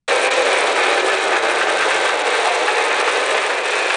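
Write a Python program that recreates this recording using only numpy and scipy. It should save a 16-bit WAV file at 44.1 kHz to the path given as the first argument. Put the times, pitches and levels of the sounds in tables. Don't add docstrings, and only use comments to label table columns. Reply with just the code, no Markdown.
import sys
import numpy as np
from scipy import signal
from scipy.io import wavfile
from scipy.ndimage import uniform_filter1d, minimum_filter1d

SR = 44100
rng = np.random.default_rng(int(sys.argv[2]) if len(sys.argv) > 2 else 0)


def wrap_up_sound(samples):
    columns = np.atleast_2d(samples).T
    tamed = np.clip(columns, -1, 1)
    steps = np.round(tamed * 32767).astype(np.int16)
    wavfile.write(sys.argv[1], SR, steps)


N = 174636
TIME_S = np.arange(N) / SR


def amp(db):
    return 10 ** (np.asarray(db) / 20)


def unit_rms(x):
    return x / np.sqrt(np.mean(x ** 2) + 1e-20)


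def steady(x, samples=13000):
    return x / np.sqrt(uniform_filter1d(x ** 2, samples) + 1e-6)


def curve(points):
    return np.interp(TIME_S, *np.transpose(points))


def at_hz(points, hz):
    point_hz, value = np.transpose(points)
    return np.interp(np.log(hz + 1), np.log(point_hz), value)


def bumps(rows):
    return sum(height * np.exp(-((TIME_S - at_s) / half_s) ** 2) for at_s, half_s, height in rows)


def clumps(samples):
    return unit_rms(uniform_filter1d(uniform_filter1d(rng.standard_normal(N), samples), samples // 2))


def colour(x, spectrum, size=4096):
    log_gain = np.log(amp(at_hz(spectrum, abs(np.fft.fftfreq(size, 1 / SR)))))
    taps = np.fft.ifft(np.exp(np.conj(signal.hilbert(log_gain)))).real
    return signal.oaconvolve(x, taps[:size // 2])[:N]


def impacts(per_s, jitter, spread_db, scrape_db, count=12000):
    slip, size, side = rng.standard_normal((count, 3)).T
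    at = np.round((np.arange(count) + jitter * slip) * SR / per_s).astype(int)
    heights = np.sign(side) * amp(spread_db * np.clip(size, -2, 2))
    inside = (at >= 0) & (at < N)
    clicks = np.bincount(at[inside], heights[inside], N)
    return unit_rms(clicks) + amp(scrape_db) * rng.standard_normal(N)


# frequency in Hz, relative level in dB.
ROOM_TONE_DB = [(20, 5.5), (60, -1), (150, 5), (500, -21.5), (2000, -24), (10000, -29)]

def room_tone(level_db=-79.5):
    return amp(level_db) * unit_rms(colour(rng.standard_normal(N), ROOM_TONE_DB))


# time in seconds, lead in turns.
SHAFT_LEAD_TURNS = [(0, 0.6), (.6, 0.68), (1.2, 0.4), (1.65, 0.64), (2.0, 0.35), (2.6, 0.57), (3.2, 0.3),
                    (3.65, .55), (3.96, 0.83)]
# centre in seconds, half length in seconds, dip in dB at catch_share 1.
CATCHES = [(.299, 0.0065, -23), (.44, 0.016, -4.5), (.748, 0.013, -3.5), (1.042, .018, -3),
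           (1.405, 0.026, -4), (1.66, .012, -5.5), (2.175, 0.02, -2), (2.232, 0.02, -8),
           (3.03, 0.0079, -7.5), (3.625, 0.024, -9)]

def drive(throb_db, catch_share, shaft_hz=13.5, start_s=0.078, attack_s=0.0026):
    onset = np.clip((TIME_S - start_s) / attack_s, 0, 1)
    turn = np.cos(2 * np.pi * (shaft_hz * TIME_S + curve(SHAFT_LEAD_TURNS)))
    return onset * amp(throb_db * turn + catch_share * bumps(CATCHES))


# frequency in Hz, width in Hz, strength in dB of the ring added to the dry sound (0
# dB lifts the peak by 6 dB), time of its strongest swell in seconds, spread in seconds.
TIN_MODES = [(390, 23, 2, 1.05, 0.12), (452, 44, 2, 2.52, 0.26), (520, 70, 1, 1.06, 0.056),
             (521, 57, 5, 0.23, 0.23), (618, 28, -1, 2.43, 0.87), (696, 47, 13, 2.5, 0.055),
             (776, 57, -1.5, 1, 2.2), (833, 32, 2, 2.38, .25), (842, 14, 8, 2.72, 0.23),
             (1273, 62, -4.5, 1.4, 0.54), (1556, 32, 2, 1.3, 0.77), (1735, 20, 8, 0.99, 0.059),
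             (1724, 37, -2, 2.7, 1.4), (2240, 430, -9, 0.61, 0.33), (2490, 88, -3, 3.8, .14),
             (2560, 18, -7, 0.74, .9), (3420, 24, -11, 1.9, 0.54), (3834, 33, -4.5, 1.2, 1.8)]

def tin_body(x):
    ringing = np.zeros(N)
    for hz, width_hz, db, peak_s, spread_s in TIN_MODES:
        facing = np.exp(-0.5 * ((TIME_S - peak_s) / spread_s) ** 2)
        ringing += amp(db) * facing * signal.lfilter(*signal.iirpeak(hz, hz / width_hz, SR), x)
    return x + ringing


# frequency in Hz, time to fall 60 dB in seconds.
ROOM_T60_S = [(200, 0.32), (1000, 0.24), (4000, 0.24), (10000, 0.043)]

def reflections(x, wet_db, places=7):
    position = np.linspace(0, places - 1, N)
    wet = np.zeros(N)
    for place in range(places):
        hz, age_s, noise = signal.stft(rng.standard_normal(SR // 2), SR, nperseg=256)
        decay = amp(-60 * age_s / at_hz(ROOM_T60_S, hz)[:, None])
        tail = signal.istft(noise * decay, SR)[1]
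        nearness = np.cos(np.pi / 2 * np.clip(position - place, -1, 1))
        wet += signal.oaconvolve(x * nearness, tail / np.linalg.norm(tail))[:N]
    return (x + amp(wet_db) * wet) / np.hypot(1, amp(wet_db))


# frequency in Hz, relative level in dB.
KNOCK_SPECTRUM_DB = [(60, -47.5), (130, -43.5), (210, -32.5), (270, -18.5), (330, -9.5), (400, -2.5),
                     (510, 0), (660, -4), (820, -7.5), (1000, -13), (1500, -16.5), (4000, -58)]
# time in seconds, relative level in dB.
CHASSIS_LEVEL_DB = [(0.1, -21), (0.24, -20), (0.28, -20.5), (0.37, -19.5), (0.38, -15.5), (0.43, -19),
                    (0.9, -20.5), (1.0, -19.5), (1.07, -19), (1.15, -22.5), (1.33, -19.5), (1.41, -23.5),
                    (1.42, -19.5), (1.55, -19.5), (1.58, -22), (1.77, -19.5), (1.8, -26.5), (1.88, -18.5),
                    (1.9, -22), (2.33, -21), (2.6, -22), (2.63, -18), (2.67, -26), (2.72, -22.5),
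                    (3.25, -23), (3.36, -21), (3.37, -24.5), (3.95, -24.5)]

def chassis():
    knocks = impacts(per_s=210, jitter=0.3093, spread_db=2.5, scrape_db=-4)
    knocks *= drive(throb_db=0.47, catch_share=0.14)
    ringing = steady(tin_body(colour(knocks, KNOCK_SPECTRUM_DB)))
    return reflections(ringing * amp(curve(CHASSIS_LEVEL_DB)), wet_db=-12)


# frequency in Hz, relative level in dB.
PANEL_SPECTRUM_DB = [(120, -70.5), (250, -29), (600, -11), (950, 2), (1100, 0.5), (1300, 0.5), (2000, 1),
                     (2550, 1.5), (2900, -7.5), (3800, -11), (5000, -20), (10000, -54.5)]
# time in seconds, relative level in dB.
PANEL_LEVEL_DB = [(.1, -21.5), (.25, -23), (.32, -22.5), (.4, -24), (.48, -21.5), (.63, -21.5),
                  (.72, -24.5), (.79, -20.5), (.88, -20.5), (1.03, -25), (1.11, -22.5), (1.22, -23.5),
                  (1.35, -24.5), (1.55, -23.5), (1.85, -22.5), (2.08, -22.5), (2.2, -25), (2.28, -21),
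                  (2.58, -24.5), (2.69, -24), (2.8, -22), (3.0, -22.5), (3.22, -23), (3.38, -21.5),
                  (3.47, -25), (3.6, -23.5), (3.72, -22.5), (3.95, -25)]

def panels():
    taps = impacts(per_s=520, jitter=0.45, spread_db=1.5, scrape_db=-6)
    taps *= drive(throb_db=0.74, catch_share=0.48) * amp(0.97 * clumps(samples=400))
    ringing = unit_rms(tin_body(colour(taps, PANEL_SPECTRUM_DB)))
    return reflections(ringing * amp(curve(PANEL_LEVEL_DB)), wet_db=-9)


# frequency in Hz, relative level in dB.
GEAR_SPECTRUM_DB = [(120, -58), (500, -28), (2000, 0), (3100, 4.5), (3900, 4), (4400, 0.5), (5000, -5.5),
                    (5800, -5), (6800, -4.5), (8200, -9.5), (9300, -33), (10100, -37.5)]
# time in seconds, relative level in dB.
GEAR_LEVEL_DB = [(0.1, -27), (0.22, -29.5), (0.26, -25), (0.3, -39), (0.31, -24.5), (0.39, -27.5),
                 (1.59, -31), (2.06, -27.5), (2.18, -32), (2.21, -26.5), (2.23, -32.5), (2.25, -29),
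                 (2.63, -29.5), (3.24, -29.5), (3.6, -31.5), (3.65, -29), (3.95, -29)]

def gears():
    ticks = impacts(per_s=1400, jitter=0.45, spread_db=3, scrape_db=1)
    ticks *= drive(throb_db=0.24, catch_share=0.5) * amp(1.9 * clumps(samples=220))
    ringing = unit_rms(tin_body(colour(ticks, GEAR_SPECTRUM_DB)))
    return reflections(ringing * amp(curve(GEAR_LEVEL_DB)), wet_db=-16)


# centre in Hz, width in Hz, relative level in dB.
SPRING_BANDS = [(3840, 330, -43), (5700, 930, -43), (8160, 1400, -39.5), (9200, 770, -41.5)]

def spring(clump_db=5, clump_samples=190):
    slips = amp(clump_db * np.clip(clumps(clump_samples), -2, 1.5))
    zings = np.zeros(N)
    for hz, width_hz, db in SPRING_BANDS:
        band = signal.butter(2, [hz - width_hz / 2, hz + width_hz / 2], "band", fs=SR, output="sos")
        friction = rng.standard_normal(N) * slips * amp(1.8 * clumps(clump_samples))
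        zings += amp(db) * unit_rms(signal.sosfilt(band, friction))
    return zings * drive(throb_db=1, catch_share=1) * unit_rms(amp(curve(GEAR_LEVEL_DB)))


# frequency in Hz, relative level in dB.
ROLL_SPECTRUM_DB = [(20, -5), (50, -8.5), (100, -4.5), (160, -3.5), (200, 2.5), (260, -9), (500, -24.5),
                    (2000, -49)]
# time in seconds, relative level in dB.
ROLL_LEVEL_DB = [(0.1, -57.5), (1.15, -58.5), (1.77, -57.5), (1.805, -53), (1.85, -53.5), (2.47, -61),
                 (3.95, -61.5)]

def wheels():
    rumble = unit_rms(colour(rng.standard_normal(N), ROLL_SPECTRUM_DB))
    return rumble * amp(curve(ROLL_LEVEL_DB)) * drive(throb_db=0.5, catch_share=0.1)


# frequency in Hz, relative level in dB.
BED_SPECTRUM_DB = [(120, -55), (300, -33.5), (800, -4), (1250, 3.5), (1700, 5), (2100, -1.5), (2550, 0.5),
                   (3200, -11), (4200, -15.5), (6000, -20), (10000, -28.5)]
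# centre in seconds, half length in seconds, relative level in dB.
CLATTERS = [(.112, 0.0081, -15), (0.389, 0.0044, -21), (0.79, 0.0057, -19), (1.093, .016, -18),
            (1.134, 0.018, -24), (1.33, 0.021, -19), (1.369, 0.015, -18), (1.499, 0.0066, -19.5),
            (1.614, 0.014, -16), (1.692, .016, -19.5), (1.823, 0.038, -18), (1.913, 0.0075, -15.5),
            (2.059, 0.018, -20), (2.095, .007, -17), (2.453, 0.0068, -21), (2.681, 0.012, -15),
            (2.785, 0.0047, -19), (2.975, 0.0077, -21), (3.01, .007, -19), (3.083, 0.013, -14.5),
            (3.503, 0.012, -19), (3.905, 0.0068, -15)]

def cargo_bed(strike_db=22):
    strikes = np.bincount([round(at_s * SR) for at_s, _, _ in CLATTERS], minlength=N)
    buzz = impacts(per_s=420, jitter=0.25, spread_db=1.5, scrape_db=-3)
    bursts = bumps([(at_s, half_s, amp(db)) for at_s, half_s, db in CLATTERS])
    clatter = colour((buzz + amp(strike_db) * strikes) * bursts, BED_SPECTRUM_DB)
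    filter_gain = np.std(colour(rng.standard_normal(N), BED_SPECTRUM_DB))
    return reflections(tin_body(clatter) / filter_gain, wet_db=-9)


def scene():
    background = room_tone()
    bodywork = amp(0.2) * chassis() + amp(2) * panels() + amp(-4) * cargo_bed()
    running_gear = amp(0.26) * gears() + spring() + amp(2) * wheels()
    return (background + bodywork + running_gear)[None]


def record(dry, ceiling=0.63, window_samples=60, cutoff_hz=10200):
    gain = np.minimum(1, ceiling / (abs(dry) + 1e-9))
    gain = uniform_filter1d(minimum_filter1d(gain, window_samples), window_samples)
    lowpass = signal.firwin(511, cutoff_hz, window=("kaiser", 9), fs=SR)
    return signal.oaconvolve(dry * gain, lowpass[None], "same")


dry = scene()
out = record(dry)
wrap_up_sound(out)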